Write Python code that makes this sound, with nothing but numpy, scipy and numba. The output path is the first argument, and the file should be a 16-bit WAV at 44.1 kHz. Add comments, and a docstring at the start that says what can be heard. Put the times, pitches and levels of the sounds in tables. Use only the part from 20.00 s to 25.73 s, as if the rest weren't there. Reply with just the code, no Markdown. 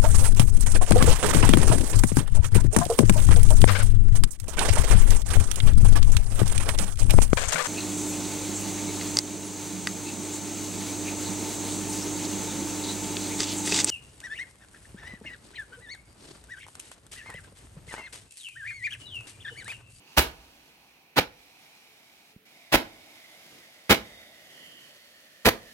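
"""Beside a porch at dusk, a hand-held firework tube burns. Fuse powder hisses deep in the cardboard tube,
a pipe closed at one end, whose odd modes fall in pitch as the burn lengthens the air column. Five times
a lift charge blows a star out in a crackling rush of turbulent gas, with shock fronts and a low push
of air. Porch, ground and trees reflect the shots. Sparks snap, and a far thud and a faint tone sound
over the quiet night. Two microphones a few centimetres apart listen."""
import sys
import numpy as np
from scipy import signal
from scipy.fft import rfft, irfft
from scipy.io import wavfile
from numba import njit

SR = 44100
rng = np.random.default_rng(int(sys.argv[2]) if len(sys.argv) > 2 else 0)


def int16_out(signal):
    """Quantize to a 16-bit WAV file."""
    q = np.round(np.clip(np.atleast_2d(signal).T, -1, 1) * 32767)
    wavfile.write(sys.argv[1], SR, q.astype(np.int16))


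N = 252711
T = np.arange(N) / SR
HZ = np.maximum(np.fft.rfftfreq(N, 1 / SR), 1)


def amp(db):
    """Amplitude ratio of a level in decibels."""
    return 10 ** (np.asarray(db) / 20)


def unit(x):
    """Normalisation to rms 1."""
    return x / np.sqrt(np.mean(x ** 2) + 1e-20)


def at_hz(points, hz=HZ):
    """Interpolation of a table on a log-frequency axis."""
    return np.interp(np.log(hz), np.log(np.array(points)[:, 0]), np.array(points)[:, 1])


def coloured(x, spectrum):
    """Spectral shaping of x, to rms 1."""
    return unit(irfft(rfft(x) * amp(at_hz(spectrum)), N))


def butter(x, hz, kind, order=2):
    """Butterworth filter."""
    return signal.sosfilt(signal.butter(order, hz, kind, fs=SR, output="sos"), x)


def drift(hz):
    """Random modulation: low-pass noise of rms 1."""
    return unit(irfft(rfft(rng.standard_normal(N)) / (1 + (HZ / hz) ** 2), N))


def bump(middle_s, half_s, level_db):
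    """A Gaussian envelope in time."""
    return amp(level_db) * np.exp(-((T - middle_s) / half_s) ** 2)


def crackle(per_s, spread_db, noise):
    """Shot noise: two independent rows of uneven impulses over white noise."""
    sizes = amp(spread_db * np.minimum(rng.exponential(1, (2, N)), 5)) * rng.choice([-1, 1], (2, N))
    clicks = unit(sizes * (rng.random((2, N)) < per_s / SR))
    return clicks + noise * rng.standard_normal((2, N))


@njit
def resonate(x, hz, width_hz):
    """A two-pole resonator of moving centre and bandwidth, with peak gain 1."""
    out = np.zeros_like(x)
    for i in range(2, x.shape[1]):
        r = np.exp(-np.pi * width_hz[i] / SR)
        pull = 2 * r * np.cos(2 * np.pi * hz[i] / SR)
        for c in range(x.shape[0]):
            drive = (1 - r * r) / 2 * (x[c, i] - x[c, i - 2])
            out[c, i] = drive + pull * out[c, i - 1] - r * r * out[c, i - 2]
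    return out


def night_air():
    """Ambient noise: steady, and strongest at low frequencies."""
    # spectrum of the night: frequency_hz, density_db
    spectrum = [(20, -35.5), (50, -11.5), (250, -3), (450, -7), (900, -13.5), (2500, -5), (7500, -22),
                (16000, -15)]
    return amp(-66) * coloured(rng.standard_normal((2, N)), spectrum) * [[1], [1.5]]


def faint_tone(pitch_hz=435):
    """Amplitude modulation: a pure tone comes and goes."""
    # swells of the tone: middle_s, half_length_s, peak_db
    swells = [(1.92, 0.054, -68.5), (2.4, .12, -70.5)]
    return sum(bump(*swell) for swell in swells) * np.sin(2 * np.pi * pitch_hz * T)


def far_thud(start_s=2.3625, pitch_hz=190, level_db=-38, t60_s=.03):
    """A damped low oscillation, heard as a dull far-off thud."""
    age = np.maximum(T - start_s, 0)
    return amp(level_db - 60 * age / t60_s) * np.sin(2 * np.pi * pitch_hz * age)


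def sparks():
    """Impulsive sources: each spark snaps as one low-passed click."""
    # spark impulses: start_s, impulse_db
    snaps = [(1.621, -37.5), (2.169, -49), (3.525, -27)]
    clicks = np.zeros(N)
    for start_s, impulse_db in snaps:
        clicks[int(start_s * SR)] = amp(impulse_db)
    return butter(clicks, 5000, "low")


def echoes(x):
    """Reverberation: reflections from porch and ground decay band by band; trees add a long dull tail."""
    # decay of the near reflections: frequency_hz, t60_s
    decay = [(50, 0.61), (200, 0.32), (900, 0.29), (2500, 0.25), (6000, 0.23), (15000, 0.18)]
    t, edges_hz = T[:SR], 28 * 2 ** np.arange(0, 9.1, .5)
    white, near = rng.standard_normal((2, 2, SR)), 0
    for k, (low, high) in enumerate(zip(edges_hz, np.sqrt(2) * edges_hz)):
        t60_s = at_hz(decay, np.sqrt(low * high))
        near += butter(white[k % 2], [low, high], "band") * amp(-60 * t / t60_s)
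    trees = butter(rng.standard_normal((2, SR)), 500, "low", order=1)
    trees *= amp(-27 - 60 * t / 2.15)   # 60 dB down in 2.15 s
    response = (near + trees) * np.clip(t / 0.024, 0, 1) / 20
    return signal.fftconvolve(x[None], response, axes=1)[:, :N] * [[1], [1.6]]


def in_tube(x, patchy_db, widen):
    """Quarter-wave resonance: the odd modes fall and sharpen as the air column lengthens."""
    # modes of the tube: ratio_to_second_mode, relative_width, level_db
    modes = [(.31, .10, -4), (1.0, .13, 0), (1.7, .16, -8), (2.34, .2, -12)]
    second_mode_hz = 2682 / (1 + 0.082 * T)   # the column gains 8.2 % of its first length each second
    waver = 1 + .02 * drift(6)   # hot gas makes the pitch waver
    out = 0
    for k, (ratio, width, level_db) in enumerate(modes):
        hz = ratio * second_mode_hz * waver
        width_hz = widen * width * second_mode_hz * (second_mode_hz / 2000) ** 1.5
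        mode = resonate(resonate(x, hz, width_hz), hz, width_hz) / np.sqrt(width_hz)
        out += (-1) ** k * amp(level_db + patchy_db * drift(5.5)) * unit(mode)
    return out


def whistles(fizz):
    """Narrow-band resonance: for moments the hiss takes on a pitch."""
    # brief whistles: middle_s, half_length_s, pitch_hz, width_hz, peak_db
    moments = [(4.162, 0.17, 3670, 250, -61), (4.71, 0.18, 2990, 510, -55.5), (5.0, 0.41, 4430, 400, -71.5)]
    out = 0
    for middle_s, half_s, pitch_hz, width_hz, peak_db in moments:
        hz, width_hz = np.full(N, float(pitch_hz)), np.full(N, float(width_hz))
        band = resonate(resonate(fizz, hz, width_hz), hz, width_hz)
        out += unit(band) * bump(middle_s, half_s, peak_db)
    return out


def fuse(stall_s=2.312, fade_s=0.039, relight_s=2.454):
    """Combustion noise: fizzing powder hisses and excites the tube. Beneath it a low rumble swells."""
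    # course of the burn: time_s, tube_db, hiss_db
    levels = [(0, -65.5, -77), (.12, -61.5, -59), (.6, -68, -63.5), (.95, -65, -68), (1.1, -69, -79),
              (1.4, -65, -62.5), (1.65, -63, -61), (2.28, -68.5, -63), (2.58, -62, -62.5),
              (3.15, -59.5, -57), (3.55, -62.5, -58.5), (3.82, -62, -60), (4.15, -57, -57),
              (4.4, -60.5, -60.5), (4.62, -59, -57), (4.9, -64.5, -58), (5.4, -66, -60.5), (5.69, -61, -56)]
    # spectrum of the open hiss: frequency_hz, density_db
    hiss_spectrum = [(500, -12.5), (1100, -3), (3000, 3.5), (5500, -0.5), (8300, -7), (11500, -5.5),
                     (16000, -14.5)]
    # brief swells of low rumble: middle_s, half_length_s, rumble_db
    swells = [(0.058, 0.15, -69.5), (0.685, 0.039, -68), (1.633, 0.036, -76), (2.55, 0.051, -69),
              (3.525, 0.13, -63.5), (4.56, 0.19, -67.5), (4.85, 0.085, -75)]
    times_s, *columns = np.transpose(levels)
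    tube_db, hiss_db = [np.interp(T, times_s, column) for column in columns]
    tube = in_tube(crackle(per_s=6000, spread_db=2.5, noise=.8), patchy_db=1.1, widen=1.3) * amp(tube_db)
    fizz = crackle(per_s=8000, spread_db=3.2, noise=0.86)
    steady = amp(-75)
    rumble_gain = steady + sum(bump(*swell) for swell in swells)
    hiss = coloured(fizz, hiss_spectrum) * amp(hiss_db + 0.61 * drift(14))
    hiss *= (rumble_gain / steady) ** 0.2   # the hiss lifts slightly with each swell
    rumble = unit(butter(rng.standard_normal((2, N)), [130, 450], "band"))
    rumble *= rumble_gain * amp(1.5 * drift(12))
    # the burn falters, dies away and catches again at once
    alight = np.where(T < relight_s, np.exp(-np.maximum(T - stall_s, 0) / fade_s), 1)
    return (tube + hiss) * alight + rumble + whistles(fizz)


def shock_fronts():
    """N-waves: the pressure jumps up, slides below ambient and returns more softly."""
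    # shocks inside the blasts: start_s, peak_db, length_ms
    shocks = [(.1775, -4, .9), (1.1879, -5, 1.8), (2.7310, -7, .6), (2.7428, -3, 1.6), (3.9019, -6, .7),
              (3.9228, -7, 1.6), (5.4564, -4, .6), (5.4725, -6, 1.9), (5.4771, -6, 1.4), (5.4814, -4, 1.9)]
    out = np.zeros(N)
    for start_s, peak_db, length_ms in shocks:
        phase = np.linspace(0, 1, int(length_ms * SR / 1000))
        n_wave = np.interp(phase, [0, .05, .65, 1], [0, 1, -.85, 0])
        out[int(start_s * SR):][:len(phase)] += amp(peak_db) * n_wave
    return out


def lift_charges(darken_db_per_s=150.5, linger_db=-21.5, linger_db_per_s=350.5):
    """Jet noise: gas swells, roars and is spent. Returns the direct sound and the part to be reflected."""
    # one row a charge: start_s, swell_s, hold_s, level_db, fall_db_per_s, treble_db,
    # push_db, push_hz, push_t60_s, ring_db, echo_db
    charges = [(.165, .015, 0.013, -19.5, 602, 7, -13, 68.2, 0.098, -11, -10),
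               (1.159, 0.028, 0.0033, -18.5, 599, 0.5, -26.5, 179, .026, -10.5, -18.5),
               (2.717, 0.023, .014, -17.5, 800, 3.5, -17.5, 45.4, 0.096, -10.5, -12.5),
               (3.893, 0.012, 0.021, -14, 650, 2, -18.5, 67.6, .065, -17, -16.5),
               (5.448, .013, 0.025, -16, 1096, 5.5, -20, 65.4, .12, -10, -17)]
    # spectrum of the rushing gas: frequency_hz, density_db
    gas_spectrum = [(60, -16.5), (180, -4), (650, -8.5), (1200, -9), (2200, -8), (4000, -13), (6500, -23.5),
                    (8200, -28.5), (11000, -25), (16000, -26)]
    gas = coloured(crackle(per_s=3000, spread_db=3.7, noise=0.66), gas_spectrum)
    gusts = amp(2.6 * drift(92))
    ring = in_tube(rng.standard_normal((2, N)), patchy_db=0, widen=2.5)   # the flow damps the modes
    treble, fronts = butter(gas, 5000, "high"), shock_fronts()
    direct, sent = np.zeros((2, N)), np.zeros(N)
    for (start_s, swell_s, hold_s, level_db, fall_db_per_s, treble_db,
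         push_db, push_hz, push_t60_s, ring_db, echo_db) in charges:
        since_full = np.maximum(T - start_s - swell_s, 0)
        spent_s = np.maximum(since_full - hold_s, 0)
        rise = np.clip((T - start_s) / swell_s, 0, 1) ** 0.84
        trickle = amp(linger_db - linger_db_per_s * spent_s)   # the last gas leaves more slowly
        flow = rise * np.maximum(amp(-fall_db_per_s * spent_s), trickle)
        brightness = amp(treble_db - darken_db_per_s * spent_s)   # slowing gas loses its treble
        roar = gas + amp(ring_db) * ring + (brightness - 1) * treble
        shot = amp(level_db) * flow * gusts * roar
        shot[0] += fronts * (abs(T - start_s) < .1)   # this charge's own shocks
        # at full flow the air is pushed aside in a damped low swing
        push = amp(push_db - 60 * since_full / push_t60_s) * np.sin(2 * np.pi * push_hz * since_full)
        direct += shot + push * [[1], [0]]
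        sent += amp(echo_db) * (shot[0] + 0.32 * push)
    return direct, sent


def microphones(pair, right_lag_s=0.00013):
    """Partial coherence: row 0 is common to both microphones, row 1 is the scattered part that differs."""
    # level difference between the microphones: frequency_hz, left_minus_right_db
    balance = [(30, 2), (60, -1.5), (130, -2), (290, -3.5), (640, 0.5), (1400, -5), (3100, -4), (6800, 1),
               (10000, 4), (15000, 4)]
    # weight of the scattered sound: frequency_hz, amplitude_share
    scatter = [(60, .03), (500, 0.33), (2000, 0.44), (15000, 0.71)]
    apart, tilt = np.clip(at_hz(scatter), 0, 1), amp(at_hz(balance) / 2)
    common, scattered = rfft(pair) * [np.sqrt(1 - apart ** 2), apart]
    left = (common + scattered) * tilt
    right = (common - scattered) / tilt * np.exp(-2j * np.pi * HZ * right_lag_s)
    return irfft(np.array([left, right]), N)


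def scene():
    """Superposition of night, fuse, shots and echoes at the two microphones."""
    shots, sent = lift_charges()
    small_sounds = (faint_tone() + far_thud() + sparks()) * [[1], [0]]
    return microphones(night_air() + small_sounds + fuse() + echoes(sent) + shots)


def record(dry):
    """Band limiting and soft saturation: deep bass is lost, peaks are rounded, the top is cut."""
    soft = 1.327 * np.tanh(butter(dry, 36, "high") / 1.064)
    return signal.sosfilt(signal.ellip(12, .5, 70, 15950, fs=SR, output="sos"), soft)


dry = scene()
out = record(dry)
int16_out(out)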